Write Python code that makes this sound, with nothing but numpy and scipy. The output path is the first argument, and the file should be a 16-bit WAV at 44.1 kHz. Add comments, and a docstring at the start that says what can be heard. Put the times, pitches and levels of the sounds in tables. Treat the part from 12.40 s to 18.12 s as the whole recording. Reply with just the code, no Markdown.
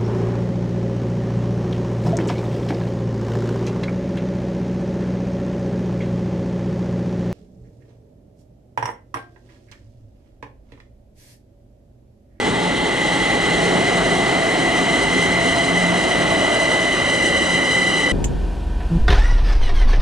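"""Elevated platform: an electric train brakes alongside, its cars passing close to the microphone.
Inverters sing around multiples of a switching carrier, in sidebands that close up as the train slows.
Gear whine and motor growl fall with speed; a fixed underframe tone swells with each motor car.
Filtered noise makes the rumble, roar, rail ring and brake hiss; blurred fixed tones make the equipment hum."""
import sys
import numpy as np
from scipy import signal
from scipy.fft import rfft, irfft, next_fast_len
from scipy.io import wavfile
from scipy.ndimage import uniform_filter1d, map_coordinates

SR = 44100
rng = np.random.default_rng(int(sys.argv[2]) if len(sys.argv) > 2 else 0)


def output_pcm(signal):
    """Save a mono or channel-first signal as 16-bit PCM at the path in sys.argv[1].

    Samples are clipped to [-1, 1] before scaling.
    """
    pcm = np.clip(np.atleast_2d(signal).T, -1, 1) * 32767
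    wavfile.write(sys.argv[1], SR, np.round(pcm).astype(np.int16))


N = 252252

# Reaches (_REACH_M): track distance from the microphone at which the gain is 3 dB down.
START_SPEED_M_PER_S, BRAKING_M_PER_S2, MESH_HZ_PER_M_PER_S = 11, 0.81, 80

# Inverter sidebands: carrier_multiple, distance_stator_cycles, level_db
INVERTER_SIDEBANDS = [(2, 1, -9.3), (2, 3.5, -13), (3, 1.1, -14.5), (3, 3, -15), (3, 6, -14), (4, 1, -17),
                      (4, 3.3, -22), (5, 2.5, -25), (6, 0.76, -21), (7, 2, -28), (8, 2, -23), (9, 3, -30),
                      (10, 2.4, -28), (11, 2.6, -37)]
# Gain of the inverter song: time_s, gain_db
SONG_GAIN = [(0, -28), (.85, -23), (2, -24), (3, -21), (3.55, -22.8), (4.1, -22), (5.72, -19.5)]
NOMINAL_CARRIER_HZ = 1000
TILT_START_DB_PER_OCTAVE, TILT_RISE_DB_PER_OCTAVE_S = -1.63, 0.37  # high tones open up
NEAR_INVERTER_S, NEAR_INVERTER_REACH_M, NEAR_SHARPENING_SHARE = 2.9, 3.5, 0.008
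SAG_SHARE_PER_S, SAG_ZERO_S = 0.001, 4.2  # slow pitch fall, zero shift at SAG_ZERO_S

# Gearboxes passing: time_s, whine_db
GEARBOX_PASSES = [(.1, -29.5), (.92, -29), (2.35, -30.5), (3.95, -27.5), (4.9, -29)]
# Motors passing: time_s, growl_db
MOTOR_PASSES = [(.1, -30), (1.27, -26.5), (2.65, -36)]
GEARBOX_REACH_M, MOTOR_REACH_M = 2.4, 1.2
# Motor cars alongside, underframes ringing: start_s, end_s, ring_db
MOTOR_CARS = [(1.2, 2.48, -27), (3.0, 4.45, -27.5)]
CAR_ATTACK_S, CAR_RELEASE_S = 0.12, 0.18

# Rolling noise: time_s, body_rumble_db, wheel_roar_db
ROLLING_LEVELS = [(0, -22.5, -25.5), (.7, -24.5, -25.5), (1.3, -23, -23.5), (2.5, -22.5, -24),
                  (3.15, -25, -25), (3.8, -22.5, -23), (4.5, -26.5, -25), (5.72, -26, -26.5)]
# Bogies shaking the platform: time_s, boom_db
BOGIE_PASSES = [(3.05, -33.5), (4.9, -36.5)]
BOGIE_REACH_M = 0.67
# Car body rumble spectrum: frequency_hz, relative_db_per_hz
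RUMBLE_SPECTRUM = [(15, -26), (30, -24), (55, -36), (85, -15), (130, -9), (220, -6.5), (300, -4),
                   (400, -4.5), (500, -9.5), (750, -21), (950, -37), (2000, -99)]
# Platform boom spectrum: frequency_hz, relative_db_per_hz
BOOM_SPECTRUM = [(15, -20), (45, -2), (85, 7), (140, -13), (400, -60)]
# Wheel roar spectrum: frequency_hz, relative_db_per_hz
ROAR_SPECTRUM = [(200, -82), (500, 3), (850, 5), (1000, 0.5), (1300, 0), (1700, -3), (2400, -5.5),
                 (3000, -12), (4000, -10.5), (8000, -49)]
# Rail ring spectrum: frequency_hz, relative_db_per_hz
RAIL_SPECTRUM = [(1500, -10), (2600, -20), (3200, 7), (3600, 0), (4100, 2), (4600, -10), (7000, -46)]
# Brake hiss spectrum: frequency_hz, relative_db_per_hz
HISS_SPECTRUM = [(2500, -8), (4500, 1), (5500, 4.5), (6500, 4.5), (7700, 6), (8600, 3.5), (9500, 0),
                 (10500, -2), (11200, -9.5)]
# Friction: levels at time 0 before approach and flutter, then a steady fall
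RAIL_START_DB, RAIL_FALL_DB_PER_S = -30, 2.5
HISS_START_DB, HISS_FALL_DB_PER_S = -34.5, 0.77
APPROACH_MID_S, APPROACH_RISE_S, DISTANT_DB = 0.73, 0.14, -3.5

# Swells of the deep drone: start_s, end_s, level_db
DEEP_DRONE_SWELLS = [(.18, .26, -29.5), (.7, .8, -33), (1.15, 1.38, -27), (1.56, 1.72, -27),
                     (1.93, 1.98, -28), (2.76, 3.02, -30), (3.35, 3.56, -24.5), (3.8, 3.92, -29.5),
                     (5.12, 5.2, -31.5), (5.4, 5.55, -33.5)]
DRONE_MEAN_DB, DRONE_SWELL_S = -36, 0.047
# Fans and compressors: pitch_hz, width_hz, level_db
EQUIPMENT_HUMS = [(55.1, 11, -39.5), (120.6, 3.3, -41), (268.6, 10.4, -39), (341.7, 7.4, -41),
                  (525.4, 9.9, -44.5), (566, 6.4, -43), (1164, 36, -40)]
FAN_S, FAN_REACH_M, FAN_HZ, FAN_DB = 2.66, 3.2, 267, -31

# Left-right likeness of the two ports: frequency_hz, correlation_0_to_1
PORT_LIKENESS = [(60, 1), (150, 1), (500, 0.85), (1100, 1), (2000, 0.97), (5000, 0.78), (10400, 0.81)]
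# Phase by which the left port leads: frequency_hz, lead_rad
LEFT_LEAD = [(40, -0.54), (170, -0.51), (300, -0.7), (550, -1.02), (1000, -1.13), (2000, -0.97),
             (4000, -0.53), (8000, 0.052), (10500, -1.04)]
TOP_HZ = 11050


def inverters(mesh_hz, mesh_per_cycle=23, spread_hz=11, spread_growth=1.43, squeal_db=-1.6):
    """Motor iron squeals at twice the switching rate; sideband pairs flank multiples of that rate."""
    t = seconds()
    stator_hz = mesh_hz / mesh_per_cycle
    sharpening = NEAR_SHARPENING_SHARE * nearness(NEAR_INVERTER_S, NEAR_INVERTER_REACH_M) ** 2
    sag = SAG_SHARE_PER_S * (SAG_ZERO_S - t)
    carrier_hz = NOMINAL_CARRIER_HZ * (1 + sharpening + sag)

    # Railing and wheels cut off short waves first: high tones flutter together
    flutter_db = 0.85 * wobble(28) + 0.55 * wobble(75)
    tilt_db_per_octave = TILT_START_DB_PER_OCTAVE + TILT_RISE_DB_PER_OCTAVE_S * t + flutter_db

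    song = amp(squeal_db) * blurred(2 * carrier_hz, width_hz=33, steady=8, pace=mesh_hz)
    for multiple, distance, level_db in INVERTER_SIDEBANDS:
        gain = amp(level_db + tilt_db_per_octave * np.log2(multiple / 2))
        width_hz = spread_hz * multiple ** spread_growth
        for side in (-1, 1):
            hz = multiple * carrier_hz + side * distance * stator_hz
            song += gain * blurred(hz, width_hz, steady=0.15, pace=mesh_hz)
    return song * amp(curves(SONG_GAIN)[0] + 0.2 * flutter_db)


def gears(mesh_hz):
    """Tooth mesh whines, motors growl an octave below, and the underframe rings at a fixed pitch."""
    whine = passes(GEARBOX_PASSES, GEARBOX_REACH_M) * singing(mesh_hz, halo_db=2)
    growl = passes(MOTOR_PASSES, MOTOR_REACH_M) * singing(mesh_hz / 2, halo_db=5)
    frame = swells(MOTOR_CARS, CAR_ATTACK_S, CAR_RELEASE_S) * singing(674, halo_db=1.5)
    return whine + growl + frame


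def wheels():
    """Car bodies rumble, bogies boom, wheels roar, rails ring and brake pads hiss unevenly."""
    t = seconds()
    rumble_db, roar_db = curves(ROLLING_LEVELS)
    chafe_db = approach_db() + 0.9 * wobble(26) + 0.55 * wobble(69)
    rail_db = RAIL_START_DB - RAIL_FALL_DB_PER_S * t + chafe_db
    hiss_db = HISS_START_DB - HISS_FALL_DB_PER_S * t + chafe_db

    rumble = amp(rumble_db) * rush(RUMBLE_SPECTRUM, patchy_db=1.0)
    boom = passes(BOGIE_PASSES, BOGIE_REACH_M) * rush(BOOM_SPECTRUM, patchy_db=-2.0)
    roar = amp(roar_db) * rush(ROAR_SPECTRUM, patchy_db=1.0)
    rail = amp(rail_db) * rush(RAIL_SPECTRUM, patchy_db=2.0)
    hiss = amp(hiss_db) * rush(HISS_SPECTRUM, patchy_db=1.0)
    return rumble + boom + roar + rail + hiss


def equipment(surge_db=2.5):
    """Underfloor machines hum at fixed pitches; the drone surges and swells, one fan passes close."""
    surging = amp(DRONE_MEAN_DB + surge_db * wobble(7))
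    swelling = swells(DEEP_DRONE_SWELLS, DRONE_SWELL_S, DRONE_SWELL_S)
    drone = np.hypot(surging, swelling) * blurred(175, width_hz=5, steady=4.6)
    fan = amp(FAN_DB) * nearness(FAN_S, FAN_REACH_M) * blurred(FAN_HZ, width_hz=5, steady=1.5)
    hums = sum(amp(db) * blurred(hz, width_hz, steady=0.033) for hz, width_hz, db in EQUIPMENT_HUMS)
    return drone + fan + hums


def microphone(pair):
    """Two close ports share most of the sound, the right mostly ahead; canopy echoes set them apart."""
    def split(hz):
        angle = np.arccos(np.clip(along(PORT_LIKENESS, hz), -1, 1)) / 2
        return np.array([np.cos(angle), np.sin(angle)])

    common, diffuse = filtered(pair, split)
    ports = np.array([common + diffuse, common - diffuse])
    return filtered(ports, lambda hz: np.exp(0.5j * np.outer([1, -1], along(LEFT_LEAD, hz))))


def singing(hz, halo_db):
    """A clear direct tone inside the wider halo of its echoes, rms 1."""
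    core = blurred(hz, width_hz=11, steady=2)
    halo = blurred(hz, width_hz=41.5, steady=0.93)
    return unit(core + amp(halo_db) * halo)


def blurred(hz, width_hz, steady, pace=1, size=8192):
    """Two versions of a tone over many changing paths: level and phase wander, faster at higher pace."""
    offset_hz = np.fft.rfftfreq(size, N / SR / size)
    lowpass = 1 / (1 + (offset_hz / width_hz) ** 4) ** 0.5
    parts = irfft(rfft(rng.standard_normal((2, 2, size))) * lowpass)
    paths = unit(parts[0] + 1j * parts[1])
    paths = unit(paths / (1 + abs(steady) * np.abs(paths) ** 2) ** 0.5)  # evens out the level

    travel = np.cumsum(pace * np.ones(N))
    knots = np.linspace(0, travel[-1], size)
    turn = np.exp(2j * np.pi * np.cumsum(hz * np.ones(N)) / SR)
    return unit(np.array([(np.interp(travel, knots, path) * turn).real for path in paths]))


def rush(spectrum, patchy_db):
    """Two unrelated noises, jointly rms 1, sharing time-frequency patches of random gain."""
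    noise = signal.stft(rng.standard_normal((2, N)), nperseg=512)[2]
    field = rng.standard_normal(noise.shape[1:])
    field = uniform_filter1d(field, size=9, axis=0)
    field = uniform_filter1d(field, size=12, axis=1)
    pair = signal.istft(noise * amp(patchy_db * unit(field)), nperseg=512)[1][:, :N]
    return unit(filtered(pair, lambda hz: amp(along(spectrum, hz))))


def speed():
    """Train speed in m/s under even braking."""
    return START_SPEED_M_PER_S - BRAKING_M_PER_S2 * seconds()


def nearness(pass_s, reach_m):
    """Gain 0-1 of a part that passes at pass_s: one over its distance."""
    track_m = np.cumsum(speed()) / SR
    offset_m = track_m - np.interp(pass_s, seconds(), track_m)
    return 1 / np.hypot(1, offset_m / reach_m)


def passes(rows, reach_m):
    """Joint gain of like parts passing in turn, their powers added."""
    return np.sqrt(sum((amp(db) * nearness(pass_s, reach_m)) ** 2 for pass_s, db in rows))


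def swells(rows, attack_s, release_s):
    """Summed gains that rise, hold from start to end and die away."""
    t = seconds()
    total = 0
    for start_s, end_s, level_db in rows:
        before = np.minimum(t - start_s, 0) / attack_s
        after = np.maximum(t - end_s, 0) / release_s
        total = total + amp(level_db) * np.exp(-before ** 2 - after ** 2)
    return total


def approach_db():
    """Friction builds up to 0 dB as the first braked wheels draw near."""
    return DISTANT_DB * (1 - np.tanh((seconds() - APPROACH_MID_S) / APPROACH_RISE_S)) / 2


def seconds():
    """Time of each sample."""
    return np.arange(N) / SR


def curves(rows):
    """One value per sample for each column after the time."""
    time_s, *columns = np.transpose(rows)
    return [np.interp(seconds(), time_s, column) for column in columns]


def wobble(rate_hz):
    """Smooth random curve with rate_hz knots a second."""
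    knots = rng.standard_normal(int(N * rate_hz / SR) + 4)
    return map_coordinates(knots, [np.arange(N) * rate_hz / SR])


def filtered(x, response):
    """x through a complex response of frequency, zero-padded."""
    size = next_fast_len(N + SR // 4)
    return irfft(rfft(x, size) * response(np.fft.rfftfreq(size, 1 / SR)), size)[..., :N]


def along(points, hz):
    """Interpolate (frequency_hz, value) points on a log axis."""
    point_hz, values = np.transpose(points)
    return np.interp(np.log(hz + 1), np.log(point_hz + 1), values)


def amp(db):
    """Decibels to gain."""
    return 10 ** (np.asarray(db) / 20)


def unit(x):
    """Scale to rms 1."""
    return x / np.sqrt(np.mean(np.abs(x) ** 2) + 1e-20)


def scene():
    """Train speed sets the gear mesh rate and the inverters' stator rate together."""
    mesh_hz = MESH_HZ_PER_M_PER_S * speed()
    return microphone(inverters(mesh_hz) + gears(mesh_hz) + wheels() + equipment())


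def record(dry):
    """Nothing is kept above the band limit."""
    return filtered(dry, lambda hz: hz < TOP_HZ)


dry = scene()
out = record(dry)
output_pcm(out)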